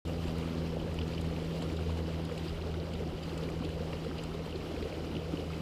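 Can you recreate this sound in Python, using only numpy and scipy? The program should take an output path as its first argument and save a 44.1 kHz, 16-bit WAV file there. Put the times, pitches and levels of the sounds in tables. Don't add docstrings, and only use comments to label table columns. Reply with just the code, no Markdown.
import sys
import numpy as np
from scipy import signal
from scipy.fft import rfft, irfft, next_fast_len
from scipy.io import wavfile
from scipy.ndimage import uniform_filter1d, map_coordinates

SR = 44100
rng = np.random.default_rng(int(sys.argv[2]) if len(sys.argv) > 2 else 0)


def ratio(d):
    e = np.asarray(d, float) / 20
    return 10 ** e


def bounce(signal):
    frames = np.transpose(np.atleast_2d(signal))
    limited = np.clip(frames, -1, 1)
    pcm = np.round(limited * 32767).astype(np.int16)
    wavfile.write(sys.argv[1], SR, pcm)


N = 247401

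# (frequency [Hz], level per Hz [dB])
AIR_SPECTRUM = [(11, -33), (18, -4.5), (70, 5), (119, 0), (156, -1.5), (220, -24), (290, -41), (480, -120)]
# (time [s], peak level [dB])
GUST_PUSHES = [
    (0.29, -38),
    (2.53, -39),
    (3.15, -40),
]
AIR_DB, AIR_FADE_DB_PER_S, GUST_DB, GUSTS_PER_S = -47.5, 0.44, 1.3, 6.06
PUSH_HZ = 40

# (multiple of blade tone [1], level against the third [dB])
UPPER_HARMONICS = [
    (4, -6),
    (5, -6.5),
    (6, -12),
]
# (time [s], blade tone gain [dB], second harmonic gain [dB])
PATH_BEATS = [(0.06, 0.5, -1.5), (0.35, -4.5, 1.1), (0.58, -0.5, -1.5), (0.7, -3, -0.5), (1.25, 1, 0.5),
              (1.52, -7, 1), (1.68, 0.7, -0.3), (1.9, 6.5, 1), (2.38, -5.5, 0.2), (2.55, 0.2, -3),
              (2.75, 2, 0.5), (3.27, -5, 1), (3.55, -1.7, 1.5), (4, 1.3, 1.5), (4.4, -4.5, -0.5),
              (4.9, -1.5, -2.5), (5.3, 1, 4), (5.6, -0.5, 4)]
BLADE_HZ, SINK_HZ_PER_S = 82.58, 0.37
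FADE_DB_PER_S, DULL_DB_PER_S = 1.26, 1.6
SECOND_DB, THIRD_DB = -39, -46

# (time [s], level [dB])
HOLLOW_LEVEL = [
    (0.06, -40),
    (0.1, -40),
    (0.24, -42),
    (0.63, -41),
    (2.4, -41),
    (3.61, -40),
    (4.29, -43.5),
    (5.0, -40),
    (5.6, -41),
]
# (frequency [Hz], level per Hz [dB])
HOLLOW_SPECTRUM = [(90, -120), (120, -2.5), (200, -1), (300, -0.5), (400, 0), (500, -0.5), (620, -7.5),
                   (800, -12), (1000, -35), (1500, -120)]
# (time [s], level [dB])
WASH_LEVEL = [(0.06, -53.7), (0.42, -52.5), (0.9, -54.2), (1.12, -52.4), (1.26, -53.7), (1.5, -51.8),
              (2.1, -54), (2.42, -52), (2.65, -54.2), (3.15, -54.2), (3.42, -52.5), (3.54, -54),
              (4.14, -53), (4.4, -54.2), (4.8, -52.8), (5.05, -53), (5.42, -53), (5.6, -52)]
# (frequency [Hz], level per Hz [dB])
WASH_SPECTRUM = [(400, -120), (470, 1), (800, 0.0), (1340, -4.0), (1680, -9.0), (2990, -7.5), (3420, -10.5),
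                 (4770, -13), (5890, -19), (7720, -23.5), (9170, -25.5), (13600, -28.0), (15200, -29)]
BRIGHT_DB, SETTLE_S, TREBLE_GROWS = 3, 0.25, 0.3

# (time [s], peak level [dB], centre frequency [Hz], lower hiss against the peak [dB])
SPITS = [(0.0758, -54, 7030, -1), (0.2804, -57, 8000, 5), (0.3821, -50, 10500, -6),
         (0.9409, -51, 10200, -8), (1.078, -56, 8020, 0), (1.1339, -58, 7180, 8), (1.2123, -49, 9500, -6),
         (1.2457, -56, 7870, -3), (1.4249, -62, 7630, -2), (1.4462, -57, 7160, 0), (1.6223, -49, 7590, 2),
         (1.6877, -60, 7600, 3), (1.7655, -57, 7200, 2), (2.2495, -52, 10300, 2), (2.3217, -56, 7000, -1),
         (2.3775, -50, 7900, 1), (2.4913, -56, 7340, 6), (2.9353, -54, 7100, 4), (3.225, -62, 7170, 11),
         (3.2339, -56, 7200, 4), (3.3769, -50, 7197, -5), (3.4337, -57, 7650, 8.5), (3.501, -55, 7310, -2),
         (3.6457, -54.5, 7200, 8), (3.6901, -55, 8020, 0), (4.0433, -57, 7810, 4), (4.1808, -55, 7600, 9),
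         (4.235, -47.5, 7700, -4), (4.5062, -59, 7100, 3), (4.823, -58, 7710, 9)]
# (frequency [Hz], level per Hz [dB])
FINE_HISS = [(5000, -120), (6500, 9), (10000, -2), (15000, -13), (16000, -120)]
COARSE_HISS = [(1800, -120), (2500, -1), (5000, -3), (7000, -120)]

# (time [s], peak level [dB], pitch [Hz])
GLUGS = [(0.508, -33, 244), (0.543, -28, 350), (0.639, -35, 254), (1.678, -29, 472), (1.786, -33, 255),
         (1.868, -34, 428.6), (2.322, -30, 427), (2.411, -30, 363), (2.443, -35, 244), (2.871, -30, 540),
         (2.986, -33, 400), (3.055, -36, 308), (3.534, -27, 334.3), (3.607, -24, 256), (3.858, -30.5, 469),
         (3.892, -30, 414.5), (3.935, -23, 480), (4.064, -22, 440), (4.122, -31.5, 313), (4.192, -31, 447),
         (4.295, -38, 301), (4.345, -25, 385), (4.462, -28, 397), (4.548, -27, 337), (5.122, -39, 285),
         (5.174, -28, 313), (5.302, -31, 306), (5.337, -34, 200), (5.576, -35, 360)]
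# (time [s], peak level [dB], pitch [Hz])
THUDS = [(0.254, -24, 330), (0.769, -22.5, 474), (1.624, -29, 458), (2.029, -31, 256), (3.606, -26, 262),
         (3.934, -27, 456), (4.502, -30, 254.5), (4.639, -30, 297), (4.821, -30, 190), (5.149, -27, 248.7),
         (5.337, -22, 270)]
# (time [s], peak level [dB], pitch [Hz])
BLIPS = [(0.454, -38, 1200), (1.2482, -55, 1320), (1.6203, -38, 1360), (1.7899, -35, 1340),
         (2.297, -34, 1170), (2.7422, -37, 1320), (2.8251, -50, 991), (3.316, -36.5, 1084),
         (3.392, -36, 1213), (3.5, -35.5, 1163), (3.6013, -39, 1279), (3.623, -34.5, 1010),
         (3.9316, -36, 1129), (4.048, -37, 1315), (4.112, -35, 1240), (4.114, -37, 1580),
         (3.931, -39, 1800), (2.315, -40, 1700), (2.749, -38, 1400), (4.315, -37.5, 1272),
         (4.8076, -37, 1217), (4.908, -46, 1140), (5.0445, -38, 1290), (5.3696, -43, 1004),
         (5.504, -35, 1229), (5.5334, -42, 946)]
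# (time [s], peak level [dB], pitch [Hz])
PLINKS = [(0.2794, -45, 3000), (0.4275, -43, 2800), (0.7982, -42, 2930), (0.988, -33, 2900),
          (1.013, -36.5, 3300), (1.1234, -43, 2470), (1.179, -36, 2900), (1.3616, -40.5, 2700),
          (1.619, -43, 3020), (1.8933, -45, 2683), (2.3133, -47, 2210), (2.375, -41.5, 2612),
          (2.614, -41.5, 2720), (2.9333, -43, 2960), (3.2322, -45, 2960), (3.4868, -41, 2250),
          (3.6375, -43, 3027), (3.7031, -42.5, 2860), (3.9307, -39, 2666), (4.188, -43, 2700),
          (4.194, -41.5, 2870), (4.4587, -45, 3013), (4.5252, -41, 2880), (4.763, -40, 2410),
          (4.823, -41, 2370), (4.9244, -42.5, 2560), (5.1125, -45, 2800), (5.1655, -35.5, 2920),
          (5.3712, -37, 2900), (5.5329, -40.5, 2440),
          (1.1473, -40.5, 4630), (1.77, -42, 3610), (2.394, -42, 3800), (2.4816, -38.5, 4740),
            (2.621, -41, 4000), (2.8, -42, 4200), (2.952, -43, 3600), (2.7417, -42, 3680),
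            (3.2929, -41, 4120), (4.557, -39.5, 4120), (5.1525, -41, 3300)]
# (frequency [Hz], level per Hz [dB])
SPLASH_SPECTRUM = [(1200, -120), (1800, -3), (3000, 0), (5000, -4), (7000, -20), (12000, -120)]

# (frequency [Hz], width [Hz], boost [dB])
HOUSING = [(2970, 500, 2.5), (4170, 250, 3), (4480, 200, -3), (4730, 220, 4.5), (5450, 350, 2),
           (7600, 700, 2.5), (10400, 500, 1.5)]
START_S, TOP_HZ = 0.0504, 15380


def unit(x):
    return x / np.sqrt(np.mean(x ** 2) + 1e-20)


def curves(rows):
    s, *columns = np.transpose(rows)
    return [np.interp(np.arange(N) / SR, s, column) for column in columns]


def wobble(rate):
    knots = rng.standard_normal(int(N * rate / SR) + 4)
    return map_coordinates(knots, [np.arange(N) * rate / SR])


def filtered(x, response):
    m = next_fast_len(N + 8192)
    return irfft(rfft(x, m) * response(np.fft.rfftfreq(m, 1 / SR)), m)[..., :N]


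def coloured(x, spectrum):
    f, db = np.transpose(spectrum)
    return unit(filtered(x, lambda hz: ratio(np.interp(np.log(hz + 1), np.log(f + 1), db))))


def patchy(patchy_db, bins, frames):
    z = signal.stft(rng.standard_normal(N), nperseg=256)[2]
    field = uniform_filter1d(rng.standard_normal(z.shape), bins, 0)
    field = uniform_filter1d(field, frames, 1)
    return unit(signal.istft(z * ratio(patchy_db * unit(field)), nperseg=256)[1][:N])


def bubbles(s, db, hz, cycles, rise, size):
    t = np.arange(size) / SR
    u = t * hz[:, None] / cycles
    tone = np.sin(2 * np.pi * cycles * u * (1 + rise * u / 2))
    fade_out = np.exp(-(t / t[-1]) ** 6 * 7)
    ring = tone * u * np.exp(1 - u) * fade_out
    at = np.round(s * SR).astype(int)[:, None] + np.arange(size)
    return np.bincount(at.ravel(), (ratio(db)[:, None] * ring).ravel(), N + size)[:N]


def swarm(count, centre_hz, spread, scatter_db, cycles, size):
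    when, large = rng.random((count, 2)).T
    hz = np.clip(centre_hz * np.exp(spread * rng.standard_normal(count)), 100, 15000)
    equal_energy_db = 10 * np.log10(hz / centre_hz)
    db = -scatter_db * np.log(large + 0.0098) + equal_energy_db
    return unit(bubbles(when * N / SR, db, hz, cycles, rise=0.066, size=size))


def puffs(s, db, spectrum, swell_s):
    u = np.arange(1600) / SR / swell_s
    hits = np.bincount(np.round(s * SR).astype(int), ratio(db), N)
    envelope = signal.fftconvolve(hits, u * np.exp(1 - u))[:N]
    return envelope * coloured(rng.standard_normal(N), spectrum)


def rumble():
    level_db = AIR_DB - AIR_FADE_DB_PER_S * np.arange(N) / SR + GUST_DB * wobble(GUSTS_PER_S)
    s, db = np.transpose(GUST_PUSHES)
    pushes = bubbles(s - 0.02, db, np.full(len(s), PUSH_HZ), cycles=0.74, rise=0, size=8000)
    return ratio(level_db + 3.5) * coloured(rng.standard_normal(N), AIR_SPECTRUM) + pushes


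def aircraft():
    t = np.arange(N) / SR
    first_db, second_db = curves(PATH_BEATS) + (SECOND_DB - FADE_DB_PER_S * t)
    phase = 2 * np.pi * np.cumsum(BLADE_HZ - SINK_HZ_PER_S * t) / SR + 0.15 * wobble(6)
    third_db = THIRD_DB - (FADE_DB_PER_S + DULL_DB_PER_S) * t + 1.93 * wobble(3.5)
    harmonics = [(1, first_db), (2, second_db), (3, third_db)]
    harmonics += [(k, third_db + db) for k, db in UPPER_HARMONICS]
    drone = np.zeros(N)
    for k, db in harmonics:
        level = np.sqrt(2) * ratio(db + 1.08 * wobble(12))
        drone += level * np.cos(k * phase + 0.88 + 0.27 * wobble(4.3))
    return drone


def wash():
    level_db, = curves(WASH_LEVEL)
    nearness_db = BRIGHT_DB * np.exp(-np.arange(N) / SR / SETTLE_S)
    treble_db = nearness_db + TREBLE_GROWS * (level_db - level_db.mean())
    fizz = ratio(-7) * swarm(count=12000, centre_hz=4000, spread=0.8, scatter_db=3, cycles=2.2, size=400)
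    splashes = ratio(0.3 * wobble(9) + 0.8 * wobble(35))
    surface = coloured(splashes * (patchy(1.1, bins=8, frames=8) + fizz), WASH_SPECTRUM)
    treble = filtered(surface, lambda hz: 1 / (1 + (6000 / (hz + 1)) ** 4))
    return ratio(level_db + 3.5) * (surface + (ratio(treble_db) - 1) * treble)


def gurgle():
    level_db, = curves(HOLLOW_LEVEL)
    large = swarm(count=600, centre_hz=400, spread=0.495, scatter_db=-0.5, cycles=2.15, size=2600)
    flow = patchy(1.13, bins=2, frames=20) + ratio(-15.0) * large
    return ratio(level_db - 0.6) * coloured(flow, HOLLOW_SPECTRUM)


def spray():
    s, db, hz, lower_db = np.transpose(SPITS)
    bright = puffs(s, db - 6.5, FINE_HISS, swell_s=0.0018)
    lower = puffs(s, db + lower_db - 1, COARSE_HISS, swell_s=0.0034)
    first = bubbles(s, db - 4, hz, cycles=9.3, rise=0.01, size=600)
    second = bubbles(s + 0.0011, db - 13, 1.3 * hz, cycles=8, rise=0.011, size=600)
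    return bright + lower + first + second


def large_bubbles():
    s, db, hz = np.transpose(GLUGS)
    glugs = bubbles(s, db - 7, hz, cycles=1.28, rise=0.036, size=3000)
    s, db, hz = np.transpose(THUDS)
    thuds = bubbles(s, db - 4, hz, cycles=0.59, rise=0.041, size=3000)
    s, db, hz = np.transpose(BLIPS)
    blips = bubbles(s, db - 4, hz, cycles=1.1, rise=0.014, size=1200)
    return glugs + thuds + blips


def drops():
    s, db, hz = np.transpose(PLINKS)
    plinks = bubbles(s, db - 3.5, hz, cycles=3.6, rise=0.013, size=800)
    late, apart = rng.random((len(s), 2)).T
    lower_hz = hz * (0.777 + 0.11 * apart)
    lower = bubbles(s + 0.00315 * late, db - 5.5, lower_hz, cycles=2.3, rise=0.037, size=800)
    return plinks + lower + puffs(s, db - 17, SPLASH_SPECTRUM, swell_s=0.003)


def stream():
    return wash() + gurgle() + spray() + large_bubbles() + drops()


def scene():
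    return (rumble() + aircraft() + stream())[None]


def roll_off(x):
    return signal.sosfilt(signal.butter(12, 15400, fs=SR, output="sos"), x)


def record(dry):
    def housing(hz):
        return ratio(sum(db / (1 + (2 * (hz - centre) / width) ** 2) for centre, width, db in HOUSING))

    opened = np.clip((np.arange(N) / SR - START_S) / 0.0016, 0, 1)
    mix = filtered(filtered(dry, housing) * opened, lambda hz: hz < TOP_HZ)
    return roll_off(mix)


dry = scene()
out = record(dry)
bounce(out)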